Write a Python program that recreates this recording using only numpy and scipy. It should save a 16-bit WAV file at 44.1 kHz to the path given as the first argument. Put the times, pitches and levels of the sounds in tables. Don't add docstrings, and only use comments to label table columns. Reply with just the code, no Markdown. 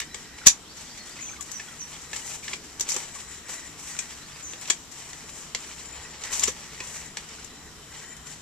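import sys
import numpy as np
from scipy import signal
from scipy.io import wavfile
from scipy.ndimage import uniform_filter1d

SR = 44100
rng = np.random.default_rng(int(sys.argv[2]) if len(sys.argv) > 2 else 0)


def output_pcm(signal):
    pcm = np.clip(np.atleast_2d(signal).T, -1, 1) * 32767
    wavfile.write(sys.argv[1], SR, np.round(pcm).astype(np.int16))


def invert_db(x):
    u = np.asarray(x, float) / 20
    return 10 ** u


N = 370881

# (frequency [Hz], density [dB per Hz])
OUTDOORS = [(30, -3), (150, -2), (300, -3.5), (480, -11), (1200, -7.5), (4000, -15.5), (8000, -25.5),
            (15000, -20.5)]
OUTDOORS_DB = -48.5
# (frequency [Hz], left-right likeness [0-1])
LIKENESS = [(60, 0.08), (180, 0.97), (540, 0.71), (1620, 0.53), (4870, 0.019), (14600, 0.048)]
# (frequency [Hz], width [Hz], level [dB])
HUM_LINES = [(67, 10.4, 2.5), (155.2, 6.4, -1), (232, 10, -6.5), (433.5, 37, -2.5)]
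# (time [s], level [dB])
TRAFFIC = [(0, -56.5), (.5, -64), (1.8, -64), (2.2, -58), (3, -62.5), (5, -63), (6.4, -57), (7.8, -58),
           (8.41, -61)]

# (start [s], length [s], high frame [dB], middle frame [dB], low frame [dB])
SPINS = [(0, 0.17, -62, -55, -50.5), (.2, .26, -71, -61, -49.5), (.8, 0.33, -74, -70, -54),
         (1.462, 0.29, -60, -61, -52.5), (1.997, 0.26, -55, -62, -51.5), (2.306, 0.25, -55.5, -58, -56),
         (2.985, 0.36, -55.5, -58, -51.5), (3.427, 0.23, -54, -58, -46), (3.847, 0.24, -66, -60, -49.5),
         (4.45, .16, -58, -61, -55), (4.676, 0.1, -62, -65, -75), (4.914, .5, -60, -63, -58),
         (5.55, 0.56, -55, -66, -54), (6.0, 0.2, -65, -66, -58), (6.238, 0.11, -62, -64, -42.5),
         (6.45, 0.34, -73, -70, -56), (6.773, 0.29, -60, -65, -50), (7.25, 0.43, -65, -63, -57),
         (7.89, 0.24, -58, -63, -49.5), (8.243, 0.088, -56, -64, -55)]
SPIN_ATTACK_S, SPIN_SAG_DB_PER_S, SPIN_RELEASE_S = 0.02, -10, 0.05
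# (frequency [Hz], width [Hz], level [dB])
HIGH_FRAME = [(7178, 26, -7), (7945, 30, -14)]
MID_FRAME = [(3970, 27, -8), (5150, 24, -13), (5820, 26, -14.5)]
LOW_FRAME = [(1916, 85, -5), (2347, 90, -15), (1588, 80, -13)]
IDLE_DB = -66.5
# (time [s], level [dB])
AXLE = [(0, -63), (2.5, -78), (2.9, -53), (3.3, -104), (5.5, -63), (5.8, -61), (6.2, -78), (7.6, -70),
        (7.9, -62), (8.41, -64)]
AXLE_HZ, AXLE_WIDTH_HZ = 3070, 22.0

# (time [s], crack peak [dB], pipe ring [dB], left-right [dB], extra sharpness [dB])
SLAPS = [(0.1436, -24.5, -32.5, 2, 0), (3.9886, -11, -28, 3, 0), (4.6992, -10, -21, 2.5, 7),
         (4.7018, -9.5, -22.5, -3, -11), (5.1305, -38, -35.5, -1, 0), (5.5474, -17, -24, -0.5, 0),
         (6.236, -20, -30.5, -5.5, 1), (6.434, -10, -34, 7.5, 2), (6.4365, -10.5, -27, 2, -4),
         (7.1693, -22, -29.5, -1, 0), (7.288, -37, -43, 2, 0)]
SNAPS = [(.0004, -20.5, -25.5, -1, 5), (0.4676, 10, -10, -3.5, 1), (1.094, -34.5, -49, 6, 5),
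         (1.4082, -26, -43, 11.5, 2), (1.4244, -29, -60, 4, 4), (1.515, -22.5, -44, 10, 1.5),
         (2.7958, -17.5, -36, 3, -4), (2.8073, -9, -28.5, 0.5, -0.5), (2.888, -14, -32, -1, -2),
         (2.895, -20.5, -52, 14, 1), (2.9027, -14.5, -44, -9, -4), (2.9183, -13, -38, 0, -2),
         (2.942, -16.5, -36, 0, -1), (2.9628, -15.5, -29, -2, -2), (4.6116, -33.5, -49, 9, 6),
         (4.6544, -36, -36.5, 0, 0), (6.3934, -12, -37, 4, -0.5), (6.7316, -37, -57, 5, 3),
         (7.3597, -40, -55, 5, 3), (7.444, -28.5, -52, 7, -1), (8.166, -34.5, -44, 4, 6)]
SCUFFS = [(.012, -34, -33.5, 2, 0), (.459, -8, -22.5, 6, 0), (.766, -30, -43, 0, 0),
          (.972, -31, -42, -3, 0), (2.012, -29, -52, -1, 0), (2.158, -21, -33, 0.5, 0),
          (2.305, -34, -52, 3, 0), (2.436, -30, -39, 3, 0), (3.49, -29, -43, 3, 0),
          (4.912, -34.5, -49, 14, 0), (6.328, -16, -32.5, 1, 0), (6.357, -28, -43, -3, 0),
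          (6.473, -13, -23.5, -0.5, 0), (8.266, -34, -48, 11, 0), (8.325, -38, -52, 6, 0)]
TAPS = [(1.3294, -37, -45, 3, 0), (3.1506, -36, -49, 2.5, 0), (3.966, -29, -33, 2.5, 3),
        (4.5344, -36, -30, 3, 0), (4.676, -20, -35, 2.5, 0)]
KNOCKS = [(1.596, -48, -34.5, 1.4, 0), (2.13, -25.5, -30, 0, 0), (2.4785, -32, -29, .5, 0),
          (2.531, -35, -27.5, 1, 0), (6.802, -36, -32, 2, 0)]
# (blows [table], attack [s], rattle t60 [s], sharp edge re crack [dB])
KINDS = [
    (SLAPS, 0.0018, 0.03, -26.5),
    (SNAPS, 0.0019, 0.031, -18),
    (SCUFFS, 0.007, 0.074, -18.5),
    (TAPS, 0.0015, 0.01, -20),
    (KNOCKS, 0.0029, 0.042, -16),
]
FIRST_CONTACT = 5
ROD_SPREAD = .8
# (frequency [Hz], level [dB], t60 [s])
PIPE_WALL = [(1506, 6, 0.059), (1750, 14, 0.0096), (2010, -14.5, 0.0095), (2170, 8, 0.0038),
             (2600, 7, 0.037), (2600, 11, 0.0096), (3010, -3, 0.043), (3420, 3, 0.0059)]

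# (time [s], pitch [Hz], level [dB])
TICKS = [(.012, 2900, -31), (.016, 1750, -32), (.416, 1450, -34), (.436, 1400, -35), (1.166, 2550, -36),
         (1.19, 2050, -32.5), (1.207, 2500, -38), (1.229, 2500, -36), (1.252, 2700, -41),
         (1.268, 3350, -38), (1.29, 2370, -31.5), (1.308, 1300, -38), (1.322, 3500, -42),
         (1.334, 1540, -34), (1.362, 2200, -39), (1.403, 3350, -39.5), (1.493, 1880, -37),
         (1.598, 1750, -28.5), (1.597, 2600, -33), (1.684, 3310, -38), (1.955, 3310, -41),
         (2.131, 1760, -28.5), (2.136, 2700, -32), (2.161, 2100, -34), (2.22, 2900, -38),
         (2.311, 2450, -37), (2.432, 2350, -34), (2.48, 1800, -31), (2.918, 2400, -33), (2.963, 1820, -31),
         (6.33, 2300, -35), (6.479, 1710, -33), (2.532, 2340, -22.5), (3.517, 1950, -37),
         (3.951, 1430, -34), (3.99, 2470, -26), (3.99, 3300, -35), (4.376, 1900, -37), (4.534, 2720, -40),
         (4.655, 2600, -33), (4.701, 3270, -18), (5.205, 1930, -39), (5.69, 1400, -39), (5.71, 2400, -39),
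         (5.78, 2700, -41), (5.93, 2500, -38), (6.05, 2600, -37), (6.263, 1920, -35), (6.306, 1850, -30),
         (6.394, 3740, -32), (6.437, 2710, -27), (6.437, 3270, -31), (6.777, 1980, -37), (6.803, 2520, -25),
         (6.806, 1890, -28), (6.98, 1870, -40), (7.171, 2390, -33), (7.385, 1450, -37), (8.289, 1920, -39)]

# (start [s], length [s], bright rub [dB], pipe body [dB])
STROKES = [(.13, 0.092, -45.5, -52), (.36, 0.17, -48, -44.5), (.74, 0.39, -46.5, -51),
           (1.14, .22, -48.5, -46), (1.4, 0.47, -45.5, -48.5), (1.86, 0.13, -43.5, -46.5),
           (2.0, 0.21, -46.5, -50), (2.13, 0.22, -36, -41.5), (2.42, 0.12, -41, -42.5),
           (2.62, 0.5, -51, -52), (2.865, 0.16, -35.5, -38), (3.13, 0.084, -40.5, -44),
           (3.29, 0.068, -43, -48), (3.47, 0.066, -35.5, -41.5), (3.57, 0.13, -46.5, -46),
           (3.77, 0.25, -39.5, -48), (4.0, 0.23, -45.5, -48), (4.25, 0.34, -47, -51),
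           (4.6, 0.14, -41, -43.5), (4.91, 0.57, -46, -49), (5.33, 0.11, -42.5, -53),
           (5.57, 0.28, -43.5, -45), (5.88, 0.48, -54.5, -47), (6.2, 0.1, -40.5, -41.5),
           (6.3, 0.19, -32, -37.5), (6.52, 0.37, -46.5, -46.5), (6.82, 0.23, -40.5, -46.5),
           (7.15, 0.31, -49.5, -48.5), (7.9, 0.13, -50, -48.5), (8.25, 0.084, -48, -51.5)]
STROKE_ATTACK_S, STROKE_SAG_DB_PER_S, STROKE_RELEASE_S = 0.022, 5, 0.038

# (time [s], peak [dB])
THUDS = [(0.143, -45), (2.129, -44), (2.532, -42.5), (2.804, -42), (2.941, -47), (2.961, -30), (3.491, -45),
         (4.534, -44), (4.7, -36.5), (5.548, -44), (6.311, -42), (6.433, -44), (6.479, -29.5), (6.801, -42),
         (7.17, -41.5)]
BOUNCE_S, BOUNCE_DB = 0.00553, 1
# (frequency [Hz], level [dB], t60 [s])
PIPE_AIR = [(135, 1, 0.033), (256, 2, 0.024), (385, 8, 0.04), (509, 5, 0.053), (870, -4, 0.04),
            (1244, 2, .025)]

# (time [s], level [dB], left-right [dB])
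LOW_BUMP = (.468, -22, 18.5)

# (time [s], length [s], final pitch [Hz], level [dB], left-right [dB])
WHIT = [(.645, .095, 4900, -53.5, 4), (.855, .09, 4960, -54, 2), (1.062, .09, 5080, -54.5, 7),
        (3.87, .08, 5070, -57, 5), (4.078, .085, 5000, -56.5, 3), (4.285, .095, 5260, -56, -1)]
PIP = [(.785, 0.02, 4360, -54, 7), (.99, 0.03, 4360, -51, 10)]
TSEE = [(1.208, 0.11, 6180, -44.5, 0), (4.425, 0.11, 6140, -48, 0)]
TSIP = [(1.512, .08, 5880, -47.5, 0), (1.787, .058, 5870, -46, 0)]
LIFT = [(4.21, .06, 4700, -53, 2)]
SQUEAKS = [(1.385, 0.027, 1082, -45.5, 1), (1.676, .028, 1325, -48, 1), (1.712, .04, 1240, -49, 1),
           (3.155, .022, 1030, -45, 1), (6.8, 0.045, 944, -47, 1)]
# (share of note [0-1], pitch over final pitch [ratio], level [dB])
RISING = [(0, .62, -7), (.2, .67, 1), (.3, .7, -5), (.4, .79, -15), (.52, .9, 0), (.66, .94, -3),
          (1, 1.001, -10)]
LEVEL = [(0, .97, -3), (.3, .995, 0), (1, 1.001, -3)]
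FALLING = [(0, 1.2, -5), (.12, 1.1, -3), (.27, 1.01, 0), (.45, .985, -2), (.7, 1.01, -1), (1, 1.02, -9)]
DROPPING = [(0, 1.17, -7), (.2, 1.08, -4), (.45, 1.005, 0), (1, .995, -7)]
LIFTING = [(0, .84, -1), (.4, .87, -2), (.7, .93, -8), (1, 1.001, -2)]
SAGGING = [(0, 1.14, -4), (.5, 1.08, 0), (1, 1.001, -3)]

YARD_T60_S, YARD_DB = 0.12, -7
TREES_T60_S, TREES_DB = .2, -3.5
# (resonance [Hz], Q [ratio], case shading from [Hz])
PORTS = [(7405, 5.9, 23200), (6000, 5.95, 5330)]
CUTOFF_HZ = 14200


def rms_one(x):
    return x / np.sqrt(np.mean(x ** 2) + 1e-20)


def at_hz(points, hz):
    points_hz, values = np.transpose(points)
    return np.interp(np.log(hz), np.log(points_hz), values)


def in_time(rows):
    s, *columns = np.transpose(rows)
    return [np.interp(np.arange(N) / SR, s, c) for c in columns]


def band(x, low_hz, high_hz):
    return signal.sosfilt(signal.butter(2, [low_hz, high_hz], "band", fs=SR, output="sos"), x)


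def drift(rate):
    r = np.exp(-80 * np.pi * rate / SR)
    slow = signal.lfilter([1], [1, -2 * r, r * r], rng.standard_normal(N // 40 + 2002))[2000:]
    return np.interp(np.arange(N) / 40, np.arange(len(slow)), rms_one(slow))


def ring(clicks, hz, t60):
    r, w = invert_db(-60 / (t60 * SR)), 2 * np.pi * hz / SR
    return signal.lfilter([0, np.sin(w)], [1, -2 * r * np.cos(w), r * r], clicks + 1e-18)


def whistle(hz, width_hz):
    t60_s = np.log(1000) / (np.pi * width_hz)
    return rms_one(ring(rng.standard_normal(N), hz, t60_s))


def grains(per_s, spread_db):
    sizes = invert_db(spread_db * np.minimum(rng.exponential(1, N), 4))
    signs = rng.choice([-1, 1], N)
    return rms_one(sizes * signs * (rng.random(N) < per_s / SR))


def clicks(times_s, heights):
    out = np.zeros(np.shape(heights)[:-1] + (N,))
    out[..., (np.asarray(times_s) * SR).astype(int)] = heights
    return out


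def sides(pan_db):
    return invert_db(np.outer([.5, -.5], pan_db))


def wide(x):
    one_sided = np.roll(x, N // 2) * [[1], [-1]]
    return (x + ROD_SPREAD * one_sided) / np.hypot(1, ROD_SPREAD)


def spells(rows, attack_s, sag_db_per_s, release_s):
    t, power = np.arange(0, N, 32) / SR, 0
    for s, length_s, *levels_db in rows:
        age = t - s
        rise = np.clip(age / attack_s, 0, 1)
        sag = invert_db(-sag_db_per_s * (age - .5 * length_s))
        release = np.exp(-np.maximum(age - length_s, 0) / release_s)
        power = power + np.outer(invert_db(np.array(levels_db)), rise * sag * release) ** 2
    return [np.interp(np.arange(N) / SR, t, np.sqrt(p)) for p in power]


def pipe_wall(contacts, longest_s):
    out = 0
    for k, (hz, db, t60) in enumerate(PIPE_WALL):
        out = out + invert_db(db) * ring(contacts, hz, min(.5 * t60, longest_s)) * (-1) ** k
    return out


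def outdoors():
    floor, edges_hz = 0, 22 * 2 ** np.arange(0, 9.6, .5)
    white = rng.standard_normal((2, 2, N))
    for k, (low, high) in enumerate(zip(edges_hz, edges_hz[1:])):
        mid, side = band(white[k % 2], low, high)
        center_hz = np.sqrt(low * high)
        alike = np.clip(at_hz(LIKENESS, center_hz), -1, 1)
        gain = invert_db(at_hz(OUTDOORS, center_hz) + 1.57 * drift(2.9))
        stereo = np.sqrt(1 + alike) * mid + np.sqrt(1 - alike) * side * [[1], [-1]]
        floor = floor + gain * stereo
    traffic_db, hum = in_time(TRAFFIC)[0], 0
    for hz, width_hz, db in HUM_LINES:
        hum = hum + invert_db(traffic_db + db + drift(14.0)) * whistle(hz, width_hz)
    return invert_db(OUTDOORS_DB) * rms_one(floor) + hum


def reel():
    out = invert_db(in_time(AXLE)[0]) * whistle(AXLE_HZ, AXLE_WIDTH_HZ)
    gains = spells(SPINS, SPIN_ATTACK_S, SPIN_SAG_DB_PER_S, SPIN_RELEASE_S)
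    for gain, frame in zip(gains, (HIGH_FRAME, MID_FRAME, LOW_FRAME)):
        singing = np.hypot(gain, invert_db(IDLE_DB))
        for hz, width_hz, db in frame:
            out = out + singing * invert_db(db + 2.2 * drift(12)) * whistle(hz, width_hz)
    return out


def slaps():
    t = np.arange(int(.2 * SR)) / SR
    rattle = grains(per_s=5000, spread_db=2.5)
    rattle = rattle + clicks([row[0] + .0011 for row in [*SLAPS, *SNAPS]], FIRST_CONTACT)
    envelopes = np.zeros((3, 2, N + len(t)))
    for rows, attack_s, t60, edge_db in KINDS:
        attack = np.minimum(t / attack_s, 1)
        for s, crack_db, ring_db, pan_db, sharp_db in rows:
            start = int(s * SR)
            # (level [dB], share of the rattle t60)
            parts = [(crack_db - 14.5, 1.01), (ring_db + 3, .9), (crack_db + edge_db + sharp_db + 4.5, .95)]
            for k, (level_db, share) in enumerate(parts):
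                dying = invert_db(level_db - 60 * t / (share * max(t60, .008))) * attack
                dying = dying * (1 + 0.71 * np.exp(-t / 0.0013))
                envelopes[k, :, start:start + len(t)] += sides([pan_db]) * dying
    crack, knock, edge = envelopes[..., :N]
    blows = knock * rattle
    body = band(invert_db(-31) * pipe_wall(blows, longest_s=.009) + invert_db(6.0) * blows, 720, 3440)
    middle = invert_db(-3.0) * np.sqrt(crack * knock) * wide(rms_one(band(rattle, 2700, 5000)))
    bright = crack * wide(rms_one(band(rattle, 4130, 8220)))
    top = rms_one(band(band(rattle, 8500, 14500), 6000, 12000))
    return middle + bright + edge * wide(top) * sides([-3.0]) + body


def ticks():
    out, t = np.zeros(N), np.arange(int(.03 * SR)) / SR
    swell = t / 0.002 * np.exp(1 - t / 0.0018)
    for s, hz, db in TICKS:
        start = int(s * SR)
        out[start:start + len(t)] += invert_db(db - 3.5) * swell * np.sin(2 * np.pi * hz * t)
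    return out


def rubbing():
    bright, dull = spells(STROKES, STROKE_ATTACK_S, STROKE_SAG_DB_PER_S, STROKE_RELEASE_S)
    sand = grains(per_s=9000, spread_db=2.5)
    grit = grains(per_s=3000, spread_db=3.2)
    top = rms_one(band(sand, 8500, 14000))
    rasp = rms_one(band(sand, 5760, 10330)) + invert_db(2.0) * top
    wall = rms_one(pipe_wall(grit, longest_s=.01))
    body = .3 * wall + .9 * rms_one(band(grit, 700, 3600))
    uneven = invert_db(2.2 * drift(18))
    return uneven * (invert_db(-14.5) * bright * wide(rasp) + invert_db(-3.5 + 2.0 * drift(34)) * dull * body)


def struck(times_s, heights, modes, spread_db):
    luck, out = rng.standard_normal((len(times_s), len(modes), 2)), 0
    for k, (hz, level_db, t60) in enumerate(modes):
        strengths = heights * invert_db(level_db + spread_db * luck[:, k, 0]) * np.sign(luck[:, k, 1])
        out = out + ring(clicks(times_s, strengths), hz, t60)
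    return out


def thuds():
    s, peak_db = np.transpose(THUDS)
    times_s = np.r_[s, s + BOUNCE_S]
    heights = invert_db(np.r_[peak_db, peak_db + BOUNCE_DB] - 10)
    return band(struck(times_s, heights, PIPE_AIR, spread_db=3.5), 80, 1500)


def low_bump():
    s, db, pan_db = LOW_BUMP
    return band(clicks([s], sides([pan_db]) * invert_db(db + 40.0)), 25, 270)


def chirps(notes, shape):
    out, waver = np.zeros((2, N)), 1 + .009 * drift(200)
    points, ratio, swell_db = np.transpose(shape)
    for s, length_s, hz, db, pan_db in notes:
        share = np.linspace(0, 1, int(length_s * SR))
        at = slice(int(s * SR), int(s * SR) + len(share))
        glide = uniform_filter1d(np.interp(share, points, ratio), size=200)
        phase = 2 * np.pi * np.cumsum(hz * waver[at] * glide) / SR
        height = invert_db(db + np.interp(share, points, swell_db)) * np.sin(np.pi * share) ** 0.066
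        out[:, at] += sides([pan_db]) * height * np.sin(phase)
    return out * invert_db(2.0 * drift(60))


def birds():
    calls = chirps(WHIT, RISING) + chirps(PIP, LEVEL) + chirps(LIFT, LIFTING)
    return calls + chirps(TSEE, FALLING) + chirps(TSIP, DROPPING)


def squeaks():
    return chirps(SQUEAKS, SAGGING)


def yard(x, t60):
    t = np.arange(int(.25 * SR)) / SR
    scatter = band(rng.standard_normal((2, len(t))), 700, 9000)
    echoes = scatter * invert_db(-60 * t / t60) * np.minimum(t / 0.0016, 1)
    echoes = echoes / np.sqrt(np.sum(echoes ** 2, axis=1, keepdims=True))
    return signal.oaconvolve(x, echoes, axes=1)[:, :N]


def scene():
    near = slaps() + ticks() + rubbing() + thuds() + squeaks()
    calls = birds()
    far_birds = calls + invert_db(TREES_DB) * yard(calls, TREES_T60_S)
    return outdoors() + reel() + near + invert_db(YARD_DB) * yard(near, YARD_T60_S) + far_birds


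def port(x, hz, q, shade_hz):
    b, a = signal.bilinear([1], [1, 1 / q, 1], fs=.5 / np.tan(np.pi * hz / SR))
    shaded = signal.lfilter(*signal.butter(1, min(shade_hz, 20000), fs=SR), x)
    return signal.lfilter([np.sum(a)], a, shaded)


def band_limit(x):
    return signal.sosfilt(signal.butter(12, 15210, fs=SR, output="sos"), x)


def record(dry):
    out = np.array([port(x, *settings) for x, settings in zip(dry, PORTS)])
    hiss = invert_db(-59.5) * rng.standard_normal((2, N))
    top_cut = signal.ellip(12, .5, 70, CUTOFF_HZ, fs=SR, output="sos")
    out = signal.sosfilt(top_cut, out + low_bump() + hiss)
    return band_limit(np.clip(out, -1, 1))


dry = scene()
out = record(dry)
output_pcm(out)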